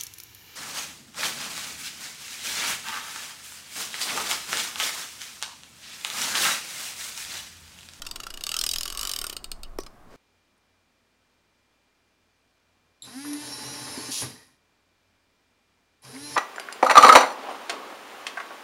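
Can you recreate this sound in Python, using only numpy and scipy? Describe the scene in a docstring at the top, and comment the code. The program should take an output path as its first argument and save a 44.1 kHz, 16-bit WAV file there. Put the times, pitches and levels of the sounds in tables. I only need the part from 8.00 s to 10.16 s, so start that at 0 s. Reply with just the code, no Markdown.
"""A desk in a small, quiet room, the microphone close to a plastic tape runner drawn across paper.
Its ratchet ticks slowly, then races in two surges, each snap of the pawl ringing the case. Under it
the tape rubs, glue crackles and the tip roller groans. Four last ticks come as the hand stops.
The runner then knocks on the desk and rattles, and a hand starts to slide over faint room tone."""
import sys
import numpy as np
from scipy import signal
from scipy.fft import rfft, irfft
from scipy.io import wavfile
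from scipy.ndimage import uniform_filter1d

SR = 44100
rng = np.random.default_rng(int(sys.argv[2]) if len(sys.argv) > 2 else 0)


def materialize(psi):
    """Save the field psi as 16-bit PCM at rate SR to the path in sys.argv[1].

    A 1-D psi becomes a single channel; in a 2-D psi each row is a channel.
    """
    bounded = np.clip(np.atleast_2d(psi).T, -1, 1)
    quanta = np.round(bounded * 32767).astype(np.int16)
    wavfile.write(sys.argv[1], SR, quanta)


N = 95300

# turn of the ratchet wheel, which ticks at every whole tooth: t/s, teeth passed
WHEEL_TRAVEL = [(0.0192, 0), (0.1585, 3), (0.2015, 4), (0.2669, 6), (0.3398, 8), (0.4089, 10), (0.4669, 12),
                (0.5662, 16), (0.6125, 18), (0.6903, 21), (0.7351, 23), (0.8093, 26), (0.9245, 31),
                (0.9741, 33), (1.0307, 36), (1.136, 41), (1.2676, 46), (1.3272, 48)]
# force on the pawl, which twice sags and catches again: t/s, relative tick level/dB
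PAWL_FORCE = [(.019, -33), (.113, -31), (.24, -36), (.409, -37), (.438, -27.5), (.5, -27.5), (.6, -23),
              (.68, -23), (.855, -29), (.949, -35.5), (.975, -29), (1.15, -27), (1.297, -31), (1.327, -36)]
# a tighter grip raises the case modes and damps the main one: t/s, factor on the mode frequencies
GRIP_TUNING = [(0, 1.01), (.3, 0.97), (.555, 0.98), (.61, 1.067), (.7, 1.02), (.92, .99), (1.1, 1.02),
               (1.24, 1.01)]
# modes of the plastic case: base f/Hz, base width/Hz, relative level/dB pressed, the same eased off
CASE_MODES = [(420, 57, -38, -7.5), (1157, 41, -1, -22), (1364, 56, -1, 3), (1790, 53, -6, -37),
              (2490, 70, -4.5, -10), (2925, 139, 7.5, 2), (3400, 34, -22.5, -20), (3517, 110, 1, -29),
              (3855, 62, 5.5, 3), (4330, 120, -5, 1.5), (4690, 152, 7.5, 3), (5160, 115, 4.5, 1),
              (5454, 108, 2.5, -23), (6000, 210, -2.5, -16), (6740, 124, 3.5, -5.5), (7340, 74, -1.5, -3),
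              (8036, 69, 4.5, -9), (8765, 212, 2.5, 1.5), (8280, 140, -30, -0.5), (9920, 57, -2, -27),
              (10760, 480, -16, -37), (11400, 140, -3, -31), (12400, 310, -7.5, -7.5),
              (13700, 500, -20, -20), (13900, 340, -6.5, -15), (14900, 560, -15, -11)]
# single teeth slipping as the hand stops: t/s, relative level/dB
SLIPPING_TEETH = [(1.3664, -30.5), (1.443, -33.5), (1.5165, -31), (1.6332, -37.5)]
# rattles of the case: t/s, relative level/dB, body/dB, treble/dB, chatter length/s
CASE_RATTLES = [(.0515, -44.5, 7, -6, 0.00097), (0.089, -46, -6, -6, 0.00052),
                (1.7866, -40.5, 12, 8.5, 0.0018), (1.801, -46.5, -1, 1, 0.0079), (1.806, -51, 3, 5, .0009),
                (1.8353, -48.5, 2, -4, .0017), (1.864, -42.5, 9.5, -7, 0.0057)]
# small parts ringing on after a jolt: t/s, f/Hz, level/dB, t60/s
PART_PINGS = [(.201, 1310, -30.5, 0.017), (0.268, 1312, -32, 0.021), (1.241, 1379, -34, 0.052),
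              (1.389, 3080, -52.5, 0.04), (1.647, 2910, -45.5, 0.055), (1.7884, 5540, -34.5, 0.016),
              (1.8046, 5750, -45, 0.079), (1.819, 4900, -49, 0.046)]
# tape rubbing on paper: f/Hz, relative level/dB
RUB_SPECTRUM = [(150, -16), (380, 4), (600, -3), (850, -1.5), (1250, -9), (1600, 6), (2100, -25),
                (3000, -3), (5000, 0), (9000, -13), (16000, -17)]
# glue strands breaking: f/Hz, relative level/dB
GLUE_SPECTRUM = [(600, -25), (2200, -1), (3200, -3), (5500, -10), (9000, -8.5), (16000, -19)]
# groans of the tip roller: peak t/s, half length/s, f/Hz, level/dB
ROLLER_GROANS = [(.11, 0.04, 1013, -55.5), (0.571, 0.021, 1334, -39.5), (1.03, 0.084, 1188, -45.5),
                 (1.3, 0.036, 1161, -49)]
# knocks on the desk: t/s, peak level/dB
DESK_KNOCKS = [(1.3661, -42.5), (1.7877, -20), (2.141, -39.5)]
# modes of the desk: f/Hz, relative level/dB, t60/s
DESK_MODES = [(350, -14, 0.094), (399, 1, 0.028), (495, 9, 0.006), (670, -31, 0.018), (940, -4, 0.011),
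              (1117, -19.5, 0.12), (1570, -30, 0.014), (1830, -23, 0.038)]
# a hand sliding on the desk: f/Hz, relative level/dB
SLIDE_SPECTRUM = [(100, 1), (350, 12), (1200, 1.5), (2500, -4), (6000, -10), (8000, -14), (16000, -34)]
# the desk shaking under the arm: t/s, level/dB
SHAKE_LEVEL = [(0, -42), (.45, -50), (.8, -40.5), (1.35, -46), (1.78, -36.5), (1.93, -56)]
# rumble of that shaking: f/Hz, relative level/dB
SHAKE_SPECTRUM = [(8, -1.5), (16, 20), (27, 5.5), (42, 3.5), (60, -7), (100, -13.5), (250, -72)]
# room tone: f/Hz, relative level/dB
ROOM_SPECTRUM = [(20, -3), (60, -22.5), (115, -12.5), (160, -15.5), (340, -15), (450, -22.5), (700, -15),
                 (850, -22), (1130, -19), (1450, -25), (3000, -36.5), (7000, -42), (16000, -47)]
# decay of the room: f/Hz, t60/s
ROOM_DECAY = [(200, 0.16), (1300, 0.29), (3000, 0.21), (7000, 0.25), (16000, 0.12)]

EASE_OFF_S, SET_DOWN_S = 1.345, 1.75  # the hand eases off the paper between these times
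USUAL_DB, USUAL_TEETH_PER_S = -30, 40  # a middling force and speed


def ratchet(size=2048, alike=0.65, trim_db=-0.45, lead_s=0.0004):
    """Close up, each snap of the pawl or rattle rings the plastic case as one tick."""
    t, hz = np.arange(size) / SR, np.fft.rfftfreq(size, 1 / SR)
    out, chatter = np.zeros(N), rng.standard_normal(size)
    for s, db, body_db, edge_db, treble_db, chatter_s, tuning, main_db in ticks():
        fresh, gears = rng.standard_normal((2, size))
        chatter = alike * chatter + np.sqrt(1 - alike ** 2) * fresh  # neighbouring teeth chatter alike
        blow = rfft(pawl_snap(t, s, db, chatter, chatter_s, gears))
        even = 1 / np.sqrt(uniform_filter1d(abs(blow) ** 2, size=35))  # hard contact feeds all bands
        colour_db = (body_db * hump(hz, 1395, 0.86) + edge_db * hump(hz, 6300, 0.4)
                     + treble_db * hump(hz, 13100, 0.75))
        gain = even * case_gain(s, hz, tuning, main_db) * amp(colour_db)
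        tick = irfft(blow * causal(gain) * bending(hz)) * (1 - (t / t[-1]) ** 2)
        first_8_ms = tick[:SR // 125]
        add(out, s - lead_s, amp(db + trim_db) * tick / first_8_ms.std())
    return out


def pawl_snap(t, s, db, chatter, chatter_s, gears, buzz_db=-15, buzz_s=0.01, bounce_s=0.0043):
    """Force of one tick: the pawl snaps off a tooth and chatters, and the loose gears buzz on."""
    held = 1 / (1 + (t / max(chatter_s, 0.0005)) ** 6)
    force = chatter * held + gears * amp(buzz_db) * np.exp(-t / buzz_s)
    force[0] += 3.96  # the snap itself
    bounce = amp(min(-15 - 0.6 * (db - USUAL_DB), -3)) * (s < EASE_OFF_S)  # a soft pawl bounces more
    force = force + bounce * np.interp(t - bounce_s * rng.uniform(0.7, 1.3), t, force, left=0)
    dull = signal.lfilter(*signal.butter(1, 6000, fs=SR), force)
    return dull + (force - dull) * np.exp(-t / 0.051)  # the treble dies first


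def ticks():
    """Every snap: t/s, level/dB, body/dB, edge/dB, treble/dB, chatter/s, tuning, main mode/dB."""
    s = tooth_times()
    db, tuning = np.interp(s, *np.transpose(PAWL_FORCE)), np.interp(s, *np.transpose(GRIP_TUNING))
    hard_db, chance = db - USUAL_DB, rng.standard_normal((len(s), 2))
    body_db = 1 - 0.96 * hard_db + 4.5 * chance[:, 0]  # a weak tick is hollower
    chatter_s = 0.003 * 2 ** (0.56 * chance[:, 1] - hard_db / 30)  # and chatters longer
    edge_db = 0.5 + 0.09 * hard_db
    treble_db = -2.5 - 0.12 * hard_db + 5 * s  # the treble opens along the stroke
    main_db = -100 * (tuning - 1)
    stroke = zip(s, db, body_db, edge_db, treble_db, chatter_s, tuning, main_db)
    last = [(at, level, -4.5, 0, -3, 0.002, 0.98, 2.4) for at, level in SLIPPING_TEETH]
    rattles = [(at, level, body, -2, treble, length, 1, -9.5)
               for at, level, body, treble, length in CASE_RATTLES]
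    return [*stroke, *last, *rattles]


def tooth_times():
    """The moments at which the pawl drops off a tooth during the stroke."""
    at, teeth = np.transpose(WHEEL_TRAVEL)
    return np.interp(np.arange(round(teeth[-1]) + 1), teeth, at)


def case_gain(s, hz, tuning, main_db, main_hz=2880, floor_db=-19, wander_db=2, palm_damping=1.22):
    """Which modes of the case speak depends on how it is held and where the tooth strikes."""
    chance = rng.standard_normal((2, len(CASE_MODES)))
    mode_hz, width, pressed_db, eased_db = np.transpose(CASE_MODES)
    mode_hz, height = mode_hz * tuning, amp(eased_db)
    if not EASE_OFF_S < s < SET_DOWN_S:  # a firm, shifting grip damps the modes and moves them
        mode_hz, width = mode_hz * (1 + 0.027 * chance[0]), width * palm_damping
        height = amp(pressed_db + wander_db * chance[1])
    height = height * amp(main_db * hump(mode_hz, main_hz, 0.083))
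    power = height ** 2 / (1 + (2 * (hz[:, None] - mode_hz) / width) ** 2)
    bass_cut = hz / np.hypot(hz, 220)
    return np.sqrt(power.sum(1) + amp(floor_db) ** 2) * bass_cut


def bending(hz):
    """High bending waves cross the plastic faster, so a snap spreads into a brief falling chirp."""
    return np.exp(-2j * np.pi * 0.075 * (2 * np.sqrt(hz) - hz / np.sqrt(SR / 2)))


def small_parts(relative_width=0.086, rise_s=0.00021):
    """Small parts inside the runner buzz briefly after a jolt."""
    t, out = np.arange(SR // 8) / SR, np.zeros(N)
    for s, hz, db, t60 in PART_PINGS:
        envelope = amp(db - 60 * t / t60) * (1 - np.exp(-t / rise_s))
        add(out, s, envelope * rough_tone(hz, relative_width * hz)[-len(t):])
    return out


def tape_rub(grains_per_s=1500, scatter_db=4, hiss=0.15, trim_db=-1, stop_s=1.2, fade_s=0.093):
    """The tip rubs along the paper, catching on its fibres."""
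    grains = (rng.random(N) < grains_per_s / SR) * rng.standard_normal(N)
    grains *= amp(scatter_db * np.minimum(rng.exponential(1, N), 4))
    friction = coloured(evened(grains) + hiss * rng.standard_normal(N), RUB_SPECTRUM)
    fade = 0.5 - 0.5 * np.tanh((np.arange(N) / SR - stop_s) / fade_s)
    return amp(rub_db() + trim_db) * fade * friction


def rub_db(base_db=-58, db_per_force_db=0.24, db_per_doubling=3, db_per_s=7.5):
    """Friction under the tip grows with force, with speed and along the stroke."""
    t = np.arange(N) / SR
    at, teeth = np.transpose(WHEEL_TRAVEL)
    teeth_per_s = np.diff(teeth) / np.diff(at)
    doublings = np.interp(t, (at[1:] + at[:-1]) / 2, np.log2(teeth_per_s / USUAL_TEETH_PER_S))
    hard_db = curve(PAWL_FORCE) - USUAL_DB
    return base_db + db_per_force_db * hard_db + db_per_doubling * doublings + db_per_s * t


def glue_crackle(strands_per_s=1800, scatter_db=-1, trim_db=-3.5):
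    """Sticky strands of glue break, more loudly as the tape runs faster."""
    breaks = (rng.random(N) < strands_per_s / SR) * rng.choice([-1, 1], N)
    breaks = breaks * amp(scatter_db * np.minimum(rng.exponential(1, N), 3))
    strands = coloured(breaks, GLUE_SPECTRUM)
    strands = irfft(rfft(strands) * bending(np.fft.rfftfreq(N, 1 / SR)), N)
    return amp(rub_db() + trim_db) * (np.arange(N) < EASE_OFF_S * SR) * strands


def tip_roller(width_hz=210):
    """Friction noise drives one resonance of the roller, in groans that swell and fade."""
    t = np.arange(N) / SR
    return sum(amp(db) * np.exp(-((t - s) / half_s) ** 2 / 2) * rough_tone(hz, width_hz)
               for s, half_s, hz, db in ROLLER_GROANS)


def desk_knocks(lowest_hz=300, thump_db=-48.5, paper_edge_s=1.2, bare_desk_db=10):
    """Runner and hand bump the desk; each tick of the stroke thumps it, harder at the sheet's edge."""
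    t, out = np.arange(SR // 4) / SR, np.zeros(N)
    ring = sum(amp(db - 60 * t / t60) * np.sin(2 * np.pi * hz * t) for hz, db, t60 in DESK_MODES)
    bass_cut = signal.butter(4, lowest_hz, "highpass", fs=SR, output="sos")
    ring = signal.sosfilt(bass_cut, ring)  # a board radiates little bass
    thumps = [(s, thump_db + bare_desk_db * (s > paper_edge_s)) for s in tooth_times()]
    for s, db in DESK_KNOCKS + thumps:
        add(out, s, amp(db) * ring / abs(ring).max())
    return out


def room(x, patterns=6, step_s=0.05):
    """Runner and hand move, so the echoes reaching the microphone change every few ticks."""
    place, out = np.arange(N) / SR / step_s, x.copy()
    for k in range(patterns):
        steps_away = abs((place - k + patterns / 2) % patterns - patterns / 2)
        crossfade = np.cos(np.pi / 2 * np.minimum(steps_away, 1))
        out += signal.oaconvolve(x * crossfade, echoes())[:N]
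    return out


def echoes(near_db=-18.5, near_s=0.0062, tail_db=-18, first_s=0.0035):
    """Quick reflections from things nearby on the desk, then the short tail of a small room."""
    t = np.arange(SR // 4) / SR
    signs = rng.choice([-1., 1.], (2, len(t)))
    near, far = signs * (rng.random((2, len(t))) < 3000 / SR) * (t > first_s)
    near = near * np.exp(-t / near_s)
    hz, age, bands = signal.stft(far, SR, nperseg=256)
    decay = amp(-60 * age / read(ROOM_DECAY, hz)[:, None])
    tail = signal.istft(bands * decay, SR, nperseg=256)[1][:len(t)]
    return amp(near_db) * near / np.linalg.norm(near) + amp(tail_db) * tail / np.linalg.norm(tail)


def background(tone_db=-53, slide_db=-51.5, slide_s=2.105, rise_s=0.03):
    """Room tone, the slow shake of the desk under the arm and, at the end, the sliding hand."""
    air, shake, skin = rng.standard_normal((3, N))
    sliding = 0.5 + 0.5 * np.tanh((np.arange(N) / SR - slide_s) / rise_s)
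    return (amp(tone_db) * coloured(air, ROOM_SPECTRUM)
            + amp(curve(SHAKE_LEVEL)) * coloured(shake, SHAKE_SPECTRUM)
            + amp(slide_db) * sliding * coloured(skin, SLIDE_SPECTRUM))


def rough_tone(hz, width_hz):
    """Noise in one resonance, at rms 1."""
    noise = rng.standard_normal(N) + 1j * rng.standard_normal(N)
    shiver = signal.sosfilt(signal.butter(2, width_hz / 2, fs=SR, output="sos"), noise)
    return evened((shiver * np.exp(2j * np.pi * hz * np.arange(N) / SR)).real)


def coloured(x, points):
    """Gives x a spectrum, at rms 1."""
    return evened(irfft(rfft(x) * amp(read(points, np.fft.rfftfreq(N, 1 / SR))), N))


def causal(gain):
    """Frequency response with this gain that rings only after it is struck."""
    cepstrum = irfft(np.log(gain + 1e-6))
    half = len(cepstrum) // 2
    cepstrum[1:half] *= 2
    cepstrum[half + 1:] = 0
    return np.exp(rfft(cepstrum))


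def hump(hz, centre_hz, octaves):
    """A bell on the log-frequency axis."""
    return np.exp(-(np.log2((hz + 1) / centre_hz) / octaves) ** 2)


def read(points, hz):
    """Reads a table on a log-frequency axis."""
    f, value = np.transpose(points)
    return np.interp(np.log(hz + 1), np.log(f), value)


def curve(rows):
    """Reads a control curve at every sample."""
    return np.interp(np.arange(N) / SR, *np.transpose(rows))


def add(mix, s, sound):
    """Mixes a sound in at time s."""
    part = mix[max(round(s * SR), 0):][:len(sound)]
    part += sound[:len(part)]


def amp(db):
    """Decibels to gain."""
    return 10 ** (np.asarray(db) / 20)


def evened(x):
    """Scales to rms 1."""
    return x / np.sqrt(np.mean(x ** 2) + 1e-20)


def scene():
    """One microphone close to the runner on its desk, the quiet room behind."""
    close = ratchet() + tape_rub() + tip_roller() + glue_crackle() + desk_knocks() + small_parts()
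    return (room(close) + background())[None]


def record(dry):
    """The recorder's band limit, at 15950 Hz."""
    lowpass = signal.firwin(201, 15950, window=("kaiser", 8), fs=SR)
    return signal.oaconvolve(dry, lowpass[None], "same")


dry = scene()
out = record(dry)
materialize(out)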